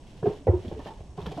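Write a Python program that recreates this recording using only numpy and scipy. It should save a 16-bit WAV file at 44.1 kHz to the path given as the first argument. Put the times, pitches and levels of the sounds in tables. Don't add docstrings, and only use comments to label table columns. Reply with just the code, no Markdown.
import sys
import numpy as np
from scipy import signal
from scipy.fft import rfft, irfft, next_fast_len
from scipy.io import wavfile
from scipy.ndimage import uniform_filter1d

SR = 44100
rng = np.random.default_rng(int(sys.argv[2]) if len(sys.argv) > 2 else 0)


def volts_from_db(level):
    exponent = np.asarray(level, float) / 20
    return 10 ** exponent


def generate_wav(signal):
    frames = np.transpose(np.atleast_2d(signal))
    scaled = np.clip(frames, -1, 1) * 32767
    pcm = np.round(scaled).astype(np.int16)
    wavfile.write(sys.argv[1], SR, pcm)


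N = 61740


def read(points, hz):
    f, value = np.transpose(points)
    return np.interp(np.log(hz + 1), np.log(f + 1), value)


def evened(x):
    return x / np.sqrt(np.mean(x ** 2) + 1e-20)


def band(x, order, low_hz, high_hz):
    return signal.sosfilt(signal.butter(order, [low_hz, high_hz], "band", fs=SR, output="sos"), x)


def add(mix, s, sound):
    part = mix[..., round(s * SR):][..., :sound.shape[-1]]
    part += sound[..., :part.shape[-1]]


def left_louder(x, db):
    return x * volts_from_db([[db / 2], [-db / 2]])


def coloured(x, spectrum, same):
    hz = np.fft.rfftfreq(N, 1 / SR)
    a, b = rfft(x)
    likeness = np.clip(same(hz), -1, 1)
    pair = np.array([a, likeness * a + np.sqrt(1 - likeness ** 2) * b])
    return evened(irfft(pair * volts_from_db(read(spectrum, hz)) * (hz > 15), N))


# (frequency [Hz], level per Hz [dB])
ROOM_TONE = [(20, 2.5), (130, -2.5), (300, -11), (1000, -20.5), (1350, -35), (3500, -38.5), (6000, -37),
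             (8000, -42)]
# (frequency [Hz], correlation [0-1])
PORT_LIKENESS = [(60, 0.96), (240, 0.94), (950, 0.92), (3770, 0.24), (15000, 0.23)]


def air():
    x = coloured(rng.standard_normal((2, N)), ROOM_TONE, lambda hz: read(PORT_LIKENESS, hz))
    return volts_from_db(-47.5) * left_louder(x, -0.9)


# (frequency [Hz], rms level [dB])
STEADY_WHINES = [(2730, -88), (5459, -79), (5491, -82), (6202, -85), (6401, -84), (6508, -84), (6998, -88),
                 (7171, -86), (7197, -89), (7601, -90)]


def whine():
    beep_db, beep_hz = -72, 8000
    beeps_per_s, first_beep_s, beep_on = 30, .003, .3
    t = np.arange(N) / SR
    steady = np.zeros(N)
    for hz, db in STEADY_WHINES:
        steady += np.sqrt(2) * volts_from_db(db) * np.sin(2 * np.pi * (hz * t + rng.random()))
    gate = 1. * ((t - first_beep_s) * beeps_per_s % 1 < beep_on)
    gate = uniform_filter1d(gate, size=40)
    return steady + np.sqrt(2) * volts_from_db(beep_db) * gate * np.cos(2 * np.pi * beep_hz * t)


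# (time [s], level [dB])
SCUFF_LEVEL = [(0, -66.5), (.1, -60.5), (.15, -64.5), (.19, -59), (.225, -63), (.27, -54.5), (.39, -58.5),
               (.43, -67), (0.561, -62), (.63, -56), (.72, -58), (.77, -61), (.84, -57), (0.869, -51),
               (.94, -63), (1.165, -71), (1.178, -57.5), (1.3, -55.5)]
# (frequency [Hz], level per Hz [dB])
FUR_TONE = [(700, -21), (1000, -16), (1600, -3), (2200, -4), (3100, 0), (4200, -7), (6000, -13),
            (8000, -20)]


def scuff():
    grains_per_s, grain_db = 7300, 7.5
    draw = rng.random((2, N))
    size = rng.exponential(1, (2, N))
    noise = rng.standard_normal((2, N))
    grains = (draw < grains_per_s / SR) * volts_from_db(grain_db * np.minimum(size, 4)) * np.sign(noise)
    x = coloured(evened(grains) + 0.82 * noise[::-1], FUR_TONE, lambda hz: 0.45 + 0 * hz)
    level_db = np.interp(np.arange(N) / SR, *np.transpose(SCUFF_LEVEL))
    return x * volts_from_db(level_db - 1)


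# (time [s], peak level [dB], pitch [Hz])
CLAW_TICKS = [(.07, -53, 3100), (0.256, -50, 2500), (.271, -49, 3250), (.268, -51, 2700), (.286, -51, 2900),
              (0.4688, -47.5, 2460), (0.6815, -43, 3220), (0.792, -48, 3260), (1.005, -58, 2600),
              (1.175, -57, 4550), (1.216, -43, 3400), (1.226, -46.5, 3750), (1.2605, -40, 2540),
              (1.2648, -35.5, 3300), (1.319, -38, 3200), (1.377, -49, 5300), (.8515, -47, 3080),
              (1.261, -41, 3600), (1.311, -47, 3100), (1.324, -48, 3500), (.938, -52, 3300),
              (.977, -55, 3000)]


def ticks():
    rise_s, hiss_db, tail_s = .00048, -12, .009
    out, t = np.zeros(N), np.arange(2000) / SR
    for s, db, hz in CLAW_TICKS:
        hiss = evened(band(rng.standard_normal(2000), 2, .5 * hz, 1.45 * hz))
        click = t / rise_s * np.exp(1 - t / rise_s) * np.sin(2 * np.pi * hz * t)
        add(out, s, volts_from_db(db) * (click + volts_from_db(hiss_db) * hiss * np.exp(-t / tail_s)))
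    return out


def padded_blows(table, softness):
    out = np.zeros(N)
    for s, db, hz, rise_s in table:
        t = np.arange(0, 8 * rise_s, 1 / SR)
        swell = (t / rise_s * np.exp(1 - t / rise_s)) ** softness
        add(out, s, volts_from_db(db) * swell * np.sin(2 * np.pi * hz * t))
    return out


# (time [s], peak level [dB],
# pitch [Hz], time to peak [s])
BUMPS = [(.226, -23.5, 147.6, 0.0074), (.258, -23, 112.6, 0.018), (.275, -22, 180, 0.0047),
         (.29, -22, 112.6, 0.0033), (.472, -29, 229, 0.015), (.479, -9.5, 90, 0.015),
         (.526, -21, 85.8, 0.022), (.553, -34, 84, 0.018), (.61, -38, 88.4, 0.018),
         (.655, -28.5, 84.5, 0.014), (.678, -29, 216, 0.0054), (.72, -34.5, 72, 0.019),
         (.462, -27.5, 103.6, 0.0067), (.788, -36, 282, 0.0093), (.8, -40.5, 84, 0.025),
         (.765, -39, 70.6, 0.015), (1.224, -35, 163, 0.011), (.86, -40, 139, 0.0058),
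         (.19, -44, 103, 0.0093), (.72, -34, 170, 0.006), (1.195, -37.5, 84.2, 0.026),
         (1.262, -34, 68.5, 0.011), (1.002, -28.5, 70, 0.0052), (1.178, -30.5, 159, 0.009),
         (1.23, -34.5, 66, 0.024), (1.265, -28, 181, 0.0094), (1.28, -35, 150.4, 0.023),
         (1.315, -38, 120, .01), (1.365, -30, 163, 0.0042), (1.375, -32, 293, 0.011),
         (1.288, -40, 300, .012), (.64, -40, 240, .012), (.4, -46, 280, .015), (.575, -33, 95, .02),
         (.955, -37, 45, .025), (1.04, -38, 45, .025), (1.08, -40, 60, .02), (.455, -34, 75, .015),
         (.7, -36, 75, .015), (.25, -31, 280, .008)]


def floor_bumps():
    low_cut = signal.butter(3, 63, "high", fs=SR, output="sos")
    return signal.sosfilt(low_cut, padded_blows(BUMPS, 3))


# (time [s], peak level [dB], pitch [Hz], time to peak [s])
WALL_KNOCKS = [(.226, -33, 560, .006), (.225, -28.5, 436, 0.006), (.226, -34.5, 730, 0.0078),
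               (.238, -18.5, 405, 0.0085), (.256, -23, 468, 0.0078), (.253, -24.5, 701, 0.0078),
               (.264, -14.5, 397.4, 0.0099), (.296, -23, 399, 0.0049), (.315, -30, 450, 0.0029),
               (.335, -45, 361, 0.0058), (.37, -42.5, 454, 0.0033), (.469, -13, 503, 0.0024),
               (.478, -14.5, 478, 0.0076), (.474, -26.5, 803.5, 0.0089), (.488, -16.5, 370.4, 0.0086),
               (.492, -25, 540, 0.01), (.505, -32.5, 364, 0.023), (.53, -17.5, 365.8, 0.013),
               (.551, -30.5, 348, .011), (.53, -39.5, 942, 0.013), (.646, -35, 357, .01),
               (1.285, -45, 605, 0.0099), (.722, -27, 388, 0.0033), (.755, -36.5, 432, 0.018),
               (.862, -40, 789.5, 0.012), (.9, -44.5, 886, 0.011), (1.174, -35.5, 740, 0.008),
               (1.18, -40, 1060, .007), (1.2, -42, 960, .006), (1.182, -31.5, 399, 0.0095),
               (1.265, -32, 450, 0.0075), (1.32, -33, 442, 0.0049), (1.371, -35, 750, 0.006),
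               (1.38, -29, 670, .007), (1.385, -40, 1000, .008), (1.308, -40, 740, .007),
               (1.272, -40, 900, .005), (.876, -41.5, 900, .01), (.912, -43, 870, .008),
               (.889, -46, 820, .008), (.798, -44, 980, .006), (.565, -42, 530, .015),
               (.585, -42, 370, .015), (.962, -52, 950, .005)]
# (time [s], peak level [dB], pitch [Hz], time to
# peak [s])
RIM_KNOCKS = [(.228, -52.5, 1690, 0.0078), (.256, -45, 1610, 0.0066), (.469, -47.5, 1540, 0.0042),
              (.714, -29, 539, 0.0029), (.792, -42, 830, 0.0017), (1.259, -40, 1630, 0.0015),
              (1.372, -46.5, 1480, 0.0033), (1.006, -41, 336, 0.0013), (1.265, -48, 1720, .006),
              (1.281, -53, 1720, .006), (.798, -53, 1800, .005), (.226, -48, 1450, .006),
              (.476, -48, 1950, .008), (.864, -50, 1750, .005), (.88, -50, 1800, .005),
              (.872, -52, 3100, .006), (1.318, -51, 2450, .005)]


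def basket_knocks():
    softness = 3.43
    return padded_blows(WALL_KNOCKS, softness) + padded_blows(RIM_KNOCKS, softness)


# (time [s], level [dB], fade [s], brightness [Hz])
LANDING_PUFFS = [(.228, -35.5, 0.012, 900), (.258, -31, 0.042, 833), (0.471, -27, 0.033, 865),
                 (.53, -45, 0.076, 960), (.643, -43, 0.063, 670), (.713, -36, 0.022, 767),
                 (.74, -42.5, 0.06, 496), (.792, -42.5, 0.037, 970), (.857, -39, 0.035, 980),
                 (0.905, -45, 0.025, 1030), (0.99, -41, 0.005, 830), (1.004, -41, .01, 740),
                 (1.174, -40, 0.066, 950), (1.258, -35.5, 0.014, 1200), (1.315, -42, 0.045, 830),
                 (1.372, -42, 0.056, 1070)]


def puffs():
    rise_s, low_hz = 0.0021, 140
    slap_db, slap_hz, slap_spread = -20.5, 2250, 1.5
    out, t = np.zeros((2, N)), np.arange(8000) / SR
    for s, db, fade_s, bright_hz in LANDING_PUFFS:
        noise = rng.standard_normal((3, 8000))
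        dull = band(noise[0], 4, low_hz, bright_hz)
        slap = band(noise[0] + slap_spread * noise[1:], 3, bright_hz, slap_hz)
        shape = np.minimum(t / rise_s, 1) * np.exp(-t / fade_s)
        add(out, s, volts_from_db(db) * (evened(dull) + volts_from_db(slap_db) * evened(slap)) * shape)
    return out


def room(x):
    t60_s = .25
    taps = np.zeros((2, 20000))
    at = np.arange(200, 19980, 20) + rng.integers(0, 20, (2, 989))
    np.put_along_axis(taps, at, rng.choice([-1., 1.], at.shape), 1)
    taps *= volts_from_db(-60 * np.arange(20000) / SR / t60_s)
    taps[1] = 0.83 * taps[0] + .5 * taps[1]
    return signal.fftconvolve(x[None], taps / np.linalg.norm(taps[0]), axes=1)[:, :N]


def scene():
    background = air() + whine()
    rubbing = scuff()
    claws = ticks()
    floor = floor_bumps()
    hits = basket_knocks() + puffs()
    far = room(volts_from_db(-14.5) * floor + volts_from_db(-11.5) * hits[0] + volts_from_db(-8) * claws)
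    near = floor + hits + claws + far
    port = band(near.mean(0), 2, 1050, 1800)
    near = near + volts_from_db(-9.5) * port * np.array([[1], [-1]])
    return left_louder(near, -1.4) + rubbing + background


def low_pass(x):
    return signal.sosfilt(signal.butter(12, 15830, fs=SR, output="sos"), x)


def record(dry):
    rate_hz, image_slope, bass_image_db, top_hz = 16000, 2.15, -27, 15800
    size = next_fast_len(N + SR // 10)
    hz = np.fft.rfftfreq(size, 1 / SR)
    low = rfft(dry, size) * (hz < rate_hz / 2)
    flipped = 2 * irfft(low, size) * np.cos(2 * np.pi * rate_hz * np.arange(size) / SR)
    ratio = np.clip((rate_hz - hz) / (hz + 1), 0, 1)
    fading = np.maximum(ratio ** image_slope, volts_from_db(bass_image_db) * ratio) * (hz >= rate_hz / 2)
    both = (low + rfft(flipped) * fading) * np.clip((top_hz - hz) / 100, 0, 1)
    mix = irfft(both, size)[:, :N]
    return low_pass(mix)


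dry = scene()
out = record(dry)
generate_wav(out)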